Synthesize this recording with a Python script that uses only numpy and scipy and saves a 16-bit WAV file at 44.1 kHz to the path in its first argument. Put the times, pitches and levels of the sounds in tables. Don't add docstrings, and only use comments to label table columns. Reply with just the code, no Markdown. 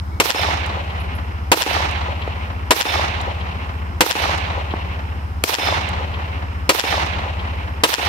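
import sys
import numpy as np
from scipy import signal
from scipy.io import wavfile

SR = 44100
rng = np.random.default_rng(int(sys.argv[2]) if len(sys.argv) > 2 else 0)


def file_out(sig):
    cols = np.atleast_2d(sig).T
    lim = np.clip(cols, -1, 1)
    pcm = np.round(lim * 32767).astype(np.int16)
    wavfile.write(sys.argv[1], SR, pcm)


def invert_db(level):
    return 10 ** (np.asarray(level, dtype=float) / 20)


N = 356328

BAND_EDGES_HZ = 33 * 2 ** np.arange(0, 9.6, .5)
BANDS_HZ = list(zip(BAND_EDGES_HZ, BAND_EDGES_HZ[1:]))


def at_hz(points, hz):
    points_hz, values = np.transpose(points)
    return np.interp(np.log(hz), np.log(points_hz), values)


def band(x, low_hz, high_hz):
    edges = np.clip([low_hz, high_hz], 10, .45 * SR)
    return signal.sosfilt(signal.butter(2, edges, "band", fs=SR, output="sos"), x + 1e-18)


def drift(rate_hz):
    knots = rng.standard_normal(int(rate_hz * N / SR) + 2)
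    return np.interp(np.arange(N) * rate_hz / SR, np.arange(len(knots)), knots)


def ring(clicks, hz, t60_s):
    r = invert_db(-60 / (t60_s * SR))
    w = 2 * np.pi * hz / SR
    return signal.lfilter([0, np.sin(w)], [1, -2 * r * np.cos(w), r * r], clicks + 1e-18)


def add(out, x, start_s):
    i = min(round(start_s * SR), N)
    out[:, i:i + x.shape[-1]] += x[..., :N - i]


# pitch_hz, likeness (0 to 1)
CHANNEL_LIKENESS = [(60, 0.37), (130, 0.95), (300, 1), (700, 0.067), (1500, 0.71), (4000, 0.033),
                    (9000, 0.024)]


def stereo(pair, hz):
    alike = np.clip(at_hz(CHANNEL_LIKENESS, hz), 0, 1)
    return np.sqrt(.5 + .5 * alike) * pair[0] + np.sqrt(.5 - .5 * alike) * pair[1] * [[1], [-1]]


FAR_LAG, NEAR_LAG = 16, 11


def from_left(x, lag=FAR_LAG):
    return np.array([x[0], np.roll(x[1], lag)])


def puff(hz, level_db, pan_db, t60_s, octaves):
    t = np.arange(4000) / SR
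    burst = rng.standard_normal((2, len(t))) * invert_db(-60 * t / t60_s)
    low, high = hz / 2 ** octaves, hz * 2 ** octaves
    partly_alike = burst[0] + .5 * burst
    burst = band(band(partly_alike, low, high), low, high)
    return burst / abs(burst).max() * invert_db(level_db + np.array([[.5], [-.5]]) * pan_db)


# start_s, level_db (peak of the rattle), hold_s (before its extra fade),
# bass_db (bass of the blast), metal_db (drive of the struck metal)
GUNSHOTS = [(0.1999, 17.5, 0.025, -1.5, -2.5), (1.5166, 28, 0.026, -0.5, -35),
            (2.7072, 26, 0.028, -2.5, -5), (4.0067, 27, 0.031, -1.5, -34), (5.438, 19, 0.0012, -13, -2),
            (6.6921, 25, 0.03, -2, -7.5), (7.8357, 22, 0.029, -2, -29)]
# (relative, per Hz)
RATTLE_COLOUR = [(150, -20), (230, -11), (320, -13), (420, -3), (550, -8), (1000, -2.5), (1600, -10),
                 (2600, -8), (4000, -14), (8000, -19), (16000, -18.5)]
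# pitch_hz, level_db (relative), t60_s
BOOM_MODES = [(320, -8, 0.12), (516, -9, 0.091), (800, -18, 0.037), (1000, -3, 0.077), (2460, -10, 0.037)]


def blasts():
    out = np.zeros((2, N))
    t = np.arange(SR // 4) / SR
    jump = np.clip(1 - t / 0.0004, -1, 1) * (t < .0016)
    boom = sum(invert_db(db) * ring(t == 0, hz, t60_s) for hz, db, t60_s in BOOM_MODES)
    for start_s, level_db, hold_s, bass_db, _ in GUNSHOTS:
        extra_t60_s = 2.2 * hold_s
        fade_db = -60 * np.maximum(t - hold_s, 0) / extra_t60_s - 606 * t
        noise = rng.standard_normal((2, 2, len(t))) * invert_db(fade_db)
        rattle = 0
        for k, (low, high) in enumerate(BANDS_HZ[4:]):
            colour_db = at_hz(RATTLE_COLOUR, low * 1.194) + bass_db / (1 + (low / 1500) ** 2)
            pair = stereo(noise[k % 2], low / 2.5)
            rattle = rattle + invert_db(colour_db) * band(pair, low, high)
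        blast = rattle / abs(rattle).max() + invert_db(-21.5) * jump + invert_db(2 * bass_db - 11) * boom
        add(out, from_left(invert_db(level_db) * blast, NEAR_LAG), start_s)
    return out


# delay_s, level_db (peak before panning), pitch_hz (centre), pan_db (left minus right)
REFLECTORS = [(.056, 6.5, 800, -10.5), (.0673, 5, 2700, -13), (.1455, -3, 330, -2.5), (0.1459, 3, 1490, -1),
              (.194, -8, 800, 3), (.21, -14.5, 885, 5), (.2322, -5, 880, -9), (.2464, -4, 890, 0.5),
              (.285, -6.5, 730, -5), (.298, -16, 835, -2), (.4413, -16.5, 2270, -8), (.5664, -16, 700, 0.5),
              (.7004, -20, 2620, 2)]


def slaps():
    out = np.zeros((2, N))
    flutter = [(.1045 + k * .0082, 19 - k * 9.5, 2970, 7 + k * 9) for k in range(3)]
    for delay_s, level_db, hz, pan_db in flutter + REFLECTORS:
        t60_s = 11.4 / hz + .17 * max(delay_s - .15, 0)
        octaves = .55 + np.exp(-delay_s / .2)
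        slap = from_left(puff(hz, level_db, pan_db, t60_s, octaves), NEAR_LAG)
        for start_s, *_ in GUNSHOTS:
            add(out, slap * invert_db(rng.normal(0, 1.5)), start_s + delay_s)
    return out


# delay_s, level_db (relative),
# pan_db (left minus right, in the treble)
SCATTER = [(0, -12, 0), (.035, -7.5, 3), (.058, -0.5, -9), (.078, -6, -8), (.1, -0.5, -0.5),
           (.1435, -15.5, -23), (.146, -0.5, 1.5), (.2, -12.5, -10), (.25, -11.5, -5), (.42, -19, -8),
           (.57, -19.5, 1.5), (.64, -24, 1.5), (.86, -23, -1), (1.6, -44, -4)]
# (relative, per Hz)
SCATTER_COLOUR = [(88, -43.5), (150, -8.5), (254, -13), (321, -11.5), (637, -4), (998, 1), (1260, -6),
                  (2140, -6), (4760, -11), (5360, -18.5), (6770, -26), (14500, -23), (16000, -22.5)]
# pitch_hz, loss_db_per_s
AIR_ABSORPTION = [(200, -10.5), (700, 0.5), (2500, 0.5), (4500, 24.5), (7000, 90), (11000, 54),
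                  (16000, 115)]


def wash():
    same, grain_db, roll_db = .75, 2.0, 1.7
    delay_s = np.arange(round(SCATTER[-1][0] * SR)) / SR
    points_s, points_db, points_pan_db = np.transpose(SCATTER)
    level_db = np.interp(delay_s, points_s, points_db)
    pan_db = np.interp(delay_s, points_s, points_pan_db)
    clumps = invert_db(grain_db * drift(150)[:len(delay_s)])
    trunks = rng.standard_normal((2, 2, len(delay_s)))
    leaves = rng.standard_normal((len(GUNSHOTS), 2, 2, len(delay_s)))
    echoes = clumps * (np.sqrt(same) * trunks + np.sqrt(1 - same) * leaves)
    out = 0
    for k, (low, high) in enumerate(BANDS_HZ[4:]):
        hz = np.sqrt(low * high)
        scattered = np.zeros((2, N))
        shade = np.clip(np.log2(hz / 500) / 2.35, 0, 1)
        gain_db = level_db - 35 + at_hz(SCATTER_COLOUR, hz) - at_hz(AIR_ABSORPTION, hz) * (delay_s - .2)
        gain_db = gain_db + roll_db * drift(24.67)[:len(delay_s)]
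        gain = invert_db(gain_db + np.array([[.5], [-.5]]) * shade * pan_db) * np.sqrt(SR / 2)
        for (start_s, *_), echo in zip(GUNSHOTS, echoes):
            add(scattered, gain * stereo(echo[k % 2], hz), start_s)
        out = out + band(scattered, low, high)
    return from_left(out)


# pitch_hz, level_db (relative to the drive), t60_s
METAL_MODES = [(2200, -18, .8), (3570, -14, .6), (5200, -16, .5), (5350, -17, .45)]


def struck_metal():
    hits = np.zeros((1, N))
    for start_s, *_, metal_db in GUNSHOTS:
        add(hits, np.array([[invert_db(metal_db)]]), start_s + .155)
    return sum(invert_db(db) * (.4 + drift(160)) * ring(hits, hz, t60_s) for hz, db, t60_s in METAL_MODES)


# start_s, level_db (peak before panning), pan_db (left minus right)
CASE_KNOCKS = [(0.6624, -22.5, 11), (0.8984, -43, 2.5), (1.9116, -23, 6), (2.2159, -39, 2),
               (2.2762, -37, 1.0), (3.213, -23.5, 10), (3.4062, -34, 3.5), (4.3779, -22.5, 4),
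               (5.889, -21.5, 7), (7.0595, -23, 9), (7.1965, -42, 1.0)]


def case_knocks():
    out = np.zeros((2, N))
    for start_s, level_db, pan_db in CASE_KNOCKS:
        add(out, puff(9200, level_db, pan_db, t60_s=.022, octaves=1.0), start_s)
    return out


# start_s, level_db (drive of the modes)
CASE_CLINKS = [(1.0001, -37), (1.1503, -34.5)]
# pitch_hz, level_db (relative to the drive), t60_s
CASE_MODES = [(10930, -1, 0.12), (11620, -4, 0.18)]


def case_clinks():
    drops = np.zeros(N)
    for start_s, level_db in CASE_CLINKS:
        drops[round(start_s * SR)] = invert_db(level_db)
    return sum(invert_db(db) * ring(drops, hz, t60_s) for hz, db, t60_s in CASE_MODES)


# start_s, level_db (peak)
GROUND_THUMPS = [(2.276, -9), (3.592, -22), (4.738, -9), (6.321, -33)]


def ground_thumps():
    out = np.zeros((2, N))
    for start_s, level_db in GROUND_THUMPS:
        add(out, puff(380, level_db, 0, t60_s=.014, octaves=1.3), start_s)
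    return out


# start_s, level_db (peak before panning), pan_db (left minus right)
GUN_CLICKS = [(0.145, -34, 1), (1.3194, -44, 0.0), (7.814, -40, 0.0)]
# start_s, level_db, pitch_hz, t60_s
GUN_RING = (.118, -43, 2230, .6)


def gun_handling():
    out = np.zeros((2, N))
    for start_s, level_db, pan_db in GUN_CLICKS:
        add(out, puff(3000, level_db, pan_db, t60_s=.022, octaves=1.0), start_s)
    start_s, level_db, hz, t60_s = GUN_RING
    return out + ring(invert_db(level_db) * (np.arange(N) == round(start_s * SR)), hz, t60_s)


# start_s, speed_hz (cycles per s)
ENGINE_SPEED = [(0.0, 15.177), (1.01, 14.797), (2.02, 14.822), (3.03, 15.204), (4.04, 14.829),
                (5.05, 14.737), (6.06, 15.352), (7.07, 14.719), (8.08, 14.589)]
# order (multiple of the speed), level_db (relative)
EXHAUST_ORDERS = [(1, -41), (2, -32), (3, -28), (4, -9), (5, 0), (6, -4), (7, -13), (8, -18), (9, -27),
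                  (10, -24), (11, -29), (12, -18), (13, -26)]


def engine():
    pipe_hz, pipe_width_hz = 67, 4.5
    speed_hz = np.interp(np.arange(N) / SR, *np.transpose(ENGINE_SPEED))
    phase = 2 * np.pi * (-.396 + np.cumsum(speed_hz) / SR)
    throb = 0
    for order, level_db in EXHAUST_ORDERS:
        lead = np.arctan((order * speed_hz.mean() - pipe_hz) / pipe_width_hz)
        height = invert_db(level_db + .8 * drift(5))
        throb = throb - height * np.cos(order * phase + lead + .12 * drift(4))
    return from_left(np.sqrt(2) * invert_db(-26) * throb * invert_db([[.6], [-.6]]), lag=15)


# (relative, per Hz)
FIELD_COLOUR = [(25, -30), (60, 10), (120, -5.5), (250, -3), (500, -15), (950, -5.5), (1500, -10),
                (2400, -26.5), (4200, -27), (7000, -33.5), (12500, -35), (16000, -23.5)]
# pitch_hz (centre), width_hz, level_db (rms)
NARROW_HISS = [(5200, 360, -58), (12600, 500, -70)]


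def field():
    out = 0
    noise = rng.standard_normal((2, 2, N))
    for k, (low, high) in enumerate(BANDS_HZ):
        hz = np.sqrt(low * high)
        gain = invert_db(at_hz(FIELD_COLOUR, hz) + 0.65 * drift(8.2))
        out = out + gain * band(stereo(noise[k % 2], hz), low, high)
    out = invert_db(-35.5) * out / band(out, 146.3, 17000).std()
    for hz, width_hz, level_db in NARROW_HISS:
        hiss = band(noise[0], hz - width_hz / 2, hz + width_hz / 2)
        out = out + invert_db(level_db) * hiss / hiss.std()
    return from_left(out)


def scene():
    shots = blasts() + slaps() + wash()
    small_sounds = struck_metal() + case_knocks() + case_clinks() + ground_thumps() + gun_handling()
    return shots + small_sounds + engine() + field()


def gain_control(x, knee_db, release_db_per_s, attack_s):
    over_db = np.maximum(20 * np.log10(abs(x).max(axis=0) + 1e-9) - knee_db, 0)
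    ramp_db = release_db_per_s * np.arange(N) / SR
    held_db = np.maximum.accumulate(over_db + ramp_db) - ramp_db
    r = np.exp(-1 / (attack_s * SR))
    return x * invert_db(-signal.lfilter([1 - r], [1, -r], held_db))


def top_cut(x):
    return signal.sosfilt(signal.butter(12, 16460, fs=SR, output="sos"), x)


def record(dry):
    dull = signal.lfilter(*signal.butter(2, 11000, fs=SR), dry[0])
    x = np.array([0.7 * dull + 0.29 * dry[0], dry[1]])
    x = invert_db(19) * np.tanh(x / invert_db(18.5))
    x = gain_control(x, knee_db=-3, release_db_per_s=193, attack_s=0.0099)
    x = 0.66 * np.tanh(x / 0.82)
    x = signal.lfilter(*signal.butter(1, 9000, fs=SR), x)
    x = signal.sosfilt(signal.cheby2(10, 50, 16500, fs=SR, output="sos"), x)
    return top_cut(x)


dry = scene()
out = record(dry)
file_out(out)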